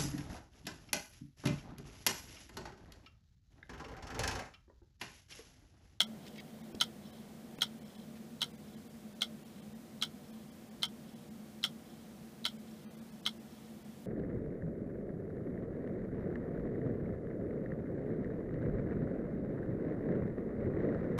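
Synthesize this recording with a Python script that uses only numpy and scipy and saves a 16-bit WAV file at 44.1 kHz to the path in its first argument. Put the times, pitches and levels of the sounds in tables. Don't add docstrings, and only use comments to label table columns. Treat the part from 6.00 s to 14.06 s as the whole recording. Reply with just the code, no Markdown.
import sys
import numpy as np
from scipy import signal
from scipy.fft import rfft, irfft
from scipy.io import wavfile
from scipy.ndimage import uniform_filter1d

SR = 44100
rng = np.random.default_rng(int(sys.argv[2]) if len(sys.argv) > 2 else 0)


def volts_from_decibels(level):
    exponent = np.asarray(level, float) / 20
    return 10 ** exponent


def inscribe(sig):
    pcm = np.round(np.clip(np.atleast_2d(sig).T, -1, 1) * 32767)
    wavfile.write(sys.argv[1], SR, pcm.astype(np.int16))


N = 355401

# (frequency [Hz], level [dB per Hz])
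AIR = [(15, -91), (36, -24), (82, -13), (113, -18.5), (140, -5.5), (173, -7.5), (215, 2.5), (305, -15),
       (340, -9), (368, -15.5), (482, -16.5), (848, -24.5), (2630, -31), (3340, -37), (15500, -51)]
# (frequency [Hz], width [Hz], level [dB])
FAN = [(92.3, 14, -73), (150.3, 10.6, -64.5), (219.46, 15.4, -55.5), (338.4, 20, -70.5), (477.2, 23.5, -71),
       (600, 17, -72.5), (748, 61, -74)]
# (frequency [Hz], level [dB per Hz])
MURMUR = [(250, -12), (420, -1.0), (750, -4.5), (1100, -19), (2300, -18), (2750, -41),
          (3050, -17.0), (3600, -20.5), (6000, -43)]
# (time [s], level [dB])
MURMUR_LEVEL = [
    (0.0, -54.5),
    (1.64, -56.5),
    (2.6, -63),
    (8.06, -61.5),
]
# (time [s], peak [dB], centre [Hz], length [s])
CREAKS = [
    (0.24, -67, 3200, 0.023),
    (0.265, -55, 2980, 0.0052),
    (0.272, -56, 2800, 0.01),
    (.281, -56, 4500, .003),
    (0.357, -58, 3000, 0.0079),
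    (0.379, -52, 2700, 0.026),
    (0.749, -50, 3500, 0.0023),
    (1.584, -52.5, 1500, 0.005),
    (2.156, -63, 2390, 0.02),
    (3.581, -65, 2500, 0.0055),
]
# (frequency over centre [ratio], level [dB per Hz])
SCRATCH_BAND = [(.3, -22), (.75, 0), (1.5, -4), (3.5, -20)]
# (time [s], peak [dB], frequency [Hz])
THUDS = [
    (.7458, -34, 420),
    (.7485, -40, 300),
    (.7565, -39, 280),
    (1.5855, -38, 480),
    (1.588, -40, 310),
    (.006, -34, 700),
]
# (frequency [Hz], level [dB], t60 [s])
PAWL = [(3915, 0, .02), (4085, -2, .02), (4500, -13, .015), (5900, -16, .015), (6400, -18, .015),
        (1700, -24, .02)]
# (frequency [Hz], level [dB], t60 [s])
CASE = [(772, -14, 0.16), (954, -13, 0.13), (1357, -11.5, 0.074), (1458, -9.5, 0.098), (1506, -30, 0.07),
        (2149, -8.5, 0.046), (3090, -3, 0.1), (3128, 1, 0.061), (3270, 3.5, 0.039), (3330, 0.5, 0.073),
        (3304, -5.5, 0.065), (3710, -30, 0.024), (3820, -7, 0.05), (3990, -6, 0.082), (3990, -8, 0.056),
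        (4510, -22, 0.063), (5465, -10, 0.061)]
# (frequency [Hz], level [dB], t60 [s])
ARM = [(5700, -5, .018), (6400, -2, .02), (6800, -5, .015), (7500, -8, .012), (8400, 0, .014),
       (8800, -2, .012), (9500, -2, .012), (10000, -4, .012), (11200, -11, .01), (12000, -9, .01),
       (13200, -11, .01), (14000, -12, .01), (14800, -12, .01)]
# (frequency [Hz], level [dB per Hz])
RATTLE = [(350, -75), (600, -21), (1070, -30.5), (1320, -7), (1810, -24.5), (2080, -11.5), (2600, -35),
          (3150, -2), (4900, -16), (5470, -11), (6030, -25), (14600, -32.5), (16300, -37)]
# (time after push [s], level [dB])
JOLTS = [
    (0, -3.5),
    (.0016, -27),
    (.0032, -17.5),
]
# (frequency [Hz], width [Hz], level [dB])
WHIRR = [(3200, 260, 0), (3380, 200, -0.5), (3950, 470, -0.5), (5200, 270, -6)]
# (frequency [Hz], level [dB], t60 [s])
PING = [
    (5420, 0, .02),
    (5700, -12, .02),
]
# (time [s], peak [dB], rebound loss [dB], settling after [s], settling loss [dB])
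BLOWS = [
    (0.0032, -13.5, -6.5, 0.028, -26),
    (0.8100, -13.5, -10, 0.026, -25),
    (1.618, -15, -7.5, 0.022, -26),
    (2.416, -19, -2.5, 0.026, -20),
    (3.2175, -18, -8, .0258, -27),
    (4.0225, -18, -4.5, 0.028, -27),
    (4.8302, -18, -8, .0225, -17.5),
    (5.6386, -17.5, -6, 0.022, -21),
    (6.4516, -18.5, -3, .0320, -23),
    (7.262, -18, -6.5, .0285, -28),
]
HISSLESS_FRAMES = [18, 29, 52, 84, 86, 92, 118, 120, 129, 135, 147, 161, 169, 175, 202, 211, 220, 241, 248,
                   308, 326, 328, 333, 338, 346, 367]
# (centre [s], fade [s], hold [s])
HISSLESS_RUNS = [
    (.058, .012, .006),
    (.7355, .009, .008),
    (1.568, .009, .012),
    (4.876, .012, 0),
    (6.878, .016, .04),
]

AIR_DB, HISS_EDGE_HZ = -52.5, 15350
LATCH_LEAD_S, LATCH_DB = .0085, -17
LATCH_RATTLE_DB, LATCH_RATTLE_T60_S = -11, .04
LONGEST_RING_S = .055
BLOW_BRIGHT_DB, REBOUND_BRIGHT_DB = -13.5, -9.5
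SETTLE_BRIGHT_DB = -0.5
REBOUND_S, REBOUND_S_PER_S = .0111, -.0002
DULLING_DB_PER_S = -0.9
RETURN_START_S, RETURN_ATTACK_S, RETURN_HOLD_S, RETURN_RELEASE_S = 0.202, 0.021, 0.19, 0.076
RETURN_SAG_DB, RETURN_DB = -2, -57
PING_AFTER_S, PING_DB = .261, -44
FRAME_S, FIRST_FRAME_S, LONE_FADE_S = 1024 / 48000, .0087, .014


def evened(x):
    return x / np.sqrt(np.mean(x ** 2) + 1e-20)


def add(mix, s, sound):
    part = mix[max(round(s * SR), 0):][:len(sound)]
    part += sound[:len(part)]


def coloured(points, count):
    f, db = np.transpose(points)
    hz = np.fft.rfftfreq(count, 1 / SR)
    shape = volts_from_decibels(np.interp(np.log(hz + 1), np.log(f + 1), db))
    return evened(irfft(rfft(rng.standard_normal(count)) * shape, count))


def resonate(x, hz, width):
    turn = np.exp(2j * np.pi * hz * np.arange(len(x)) / SR)
    r = np.exp(-np.pi * width / SR)
    smooth = signal.lfilter([1], np.convolve([1, -r], [1, -r]), x / turn)
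    return (turn * smooth).real


def ring(modes, rise, spread_db, spread_hz):
    t = np.arange(6000)[:, None] / SR
    hz, db, t60 = np.transpose(modes)
    level_shift, pitch_shift, phase = rng.standard_normal((len(hz), 3)).T
    decay = volts_from_decibels(db + spread_db * level_shift - 60 * t / np.minimum(t60, LONGEST_RING_S))
    waves = decay * np.sin(2 * np.pi * (hz + spread_hz * pitch_shift) * t + phase / 4)
    out = waves.sum(1) * (1 - np.exp(-t[:, 0] / abs(rise)))
    return out / abs(out).max()


def room_air():
    hiss_edge = [(HISS_EDGE_HZ, AIR[-2][1]), (HISS_EDGE_HZ + 60, -80)]
    air = volts_from_decibels(AIR_DB) * coloured(AIR[:-2] + hiss_edge, N)
    fan = sum(volts_from_decibels(db) * evened(resonate(rng.standard_normal(N), hz, w)) for hz, w, db in FAN)
    s, db = np.transpose(MURMUR_LEVEL)
    nearness = volts_from_decibels(np.interp(np.arange(N) / SR, s, db) - 6)
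    return air + fan + nearness * coloured(MURMUR, N)


def fingers():
    out, t = np.zeros(N), np.arange(3000) / SR
    for s, db, hz, length in CREAKS:
        scratch = coloured([(ratio * hz, level) for ratio, level in SCRATCH_BAND], 3000)
        envelope = np.clip((length - t) / 0.003 + 1, 0, 1) * np.minimum(t / .0008, 1)
        add(out, s, volts_from_decibels(db) * scratch * envelope)
    for s, db, hz in THUDS:
        add(out, s, volts_from_decibels(db - 60 * t / 0.018) * np.sin(2 * np.pi * hz * t))
    return out


def latch(peak_db):
    t = np.arange(6000) / SR
    shake = volts_from_decibels(LATCH_RATTLE_DB - 60 * t / LATCH_RATTLE_T60_S) * np.minimum(t / 0.00097, 1)
    return volts_from_decibels(peak_db) * (ring(PAWL, .001, 1.2, 18) + shake * coloured(RATTLE, 6000))


def return_whirr():
    count = SR // 2
    corners = np.cumsum([RETURN_START_S, RETURN_ATTACK_S, RETURN_HOLD_S, RETURN_RELEASE_S])
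    stroke = volts_from_decibels(np.interp(np.arange(count) / SR, corners, [-30, 0, RETURN_SAG_DB, -30]))
    unsteady_db = 3.5 * evened(uniform_filter1d(rng.standard_normal(count), 400))
    grit = rng.standard_normal(count) * volts_from_decibels(unsteady_db)
    return stroke * sum(volts_from_decibels(db) * evened(resonate(grit, hz, w)) for hz, w, db in WHIRR)


def contact(peak_db, bright_db, push_s):
    t, out = np.arange(6000) / SR, np.zeros(6000)
    case = ring(CASE, .0003, 1.2, 6)
    add(out, 0, volts_from_decibels(bright_db + 3) * ring(ARM, 0.00033, 2.6, 106))
    for late, db in JOLTS:
        add(out, push_s + late, volts_from_decibels(db) * case)
        add(out, push_s + late, volts_from_decibels(db + bright_db - 10.0) * ring(ARM, 0.00097, 1.5, 190))
    struck = rng.random(6000) < 700 / SR
    knocks = rng.standard_normal(6000) * struck * volts_from_decibels(-15 - 60 * t / .07)
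    out += signal.oaconvolve(knocks, case)[:6000]
    crack = volts_from_decibels(-17.5) / (1 + (t / 0.0059) ** 6) + volts_from_decibels(-18.5 - 60 * t / 0.11)
    out += coloured(RATTLE, 6000) * crack * np.minimum(t / 0.0013, 1)
    return volts_from_decibels(peak_db) * out


def head_arm():
    out = np.zeros(N)
    for s, db, rebound_db, settle_s, settle_db in BLOWS:
        dull_db = DULLING_DB_PER_S * s
        rebound_s = REBOUND_S + REBOUND_S_PER_S * s
        add(out, s - LATCH_LEAD_S, latch(db + LATCH_DB))
        add(out, s, contact(db, BLOW_BRIGHT_DB + dull_db, 0.001493))
        add(out, s + rebound_s, contact(db + rebound_db, REBOUND_BRIGHT_DB + dull_db, 0.00118))
        add(out, s + settle_s, contact(db + settle_db, SETTLE_BRIGHT_DB + dull_db, 0.00032))
        add(out, s + PING_AFTER_S, volts_from_decibels(db + PING_DB) * ring(PING, .001, 1, 40))
        add(out, s, volts_from_decibels(db + RETURN_DB) * return_whirr())
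    return out


def scene():
    return (room_air() + fingers() + head_arm())[None]


def roll_off(x):
    return signal.sosfilt(signal.butter(12, 16490, fs=SR, output="sos"), x)


def record(dry):
    edge_hz = [0, HISS_EDGE_HZ, HISS_EDGE_HZ + 150, 16300, 16450, SR / 2]
    edge = signal.firwin2(801, edge_hz, [1, 1, .1, .05, 0, 0], fs=SR)
    full = signal.oaconvolve(dry[0], edge, "same")
    out = full.copy()
    lone = [(FIRST_FRAME_S + k * FRAME_S, LONE_FADE_S, 0) for k in HISSLESS_FRAMES]
    for s, fade, hold in lone + HISSLESS_RUNS:
        half = round((fade + hold / 2) * SR)
        at = slice(round(s * SR) - half, round(s * SR) + half)
        window = signal.windows.tukey(2 * half, min(fade * SR / half, 1))
        bins = rfft(full[at] * window)
        hz = np.fft.rfftfreq(2 * half, 1 / SR)
        typical = np.sqrt(uniform_filter1d(abs(bins) ** 2, size=41))
        threshold = typical * volts_from_decibels(np.interp(hz, [2000, 4000, 7000], [1.8, 3.8, 6.2]))
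        lost = min(.9 + 40 * hold, 1)
        change = np.where(abs(bins) < threshold, -lost, .6)
        change = change * (hz > 1200) * (hz < 14900)
        out[at] += irfft(bins * change, 2 * half)
    return roll_off(out[None])


dry = scene()
out = record(dry)
inscribe(out)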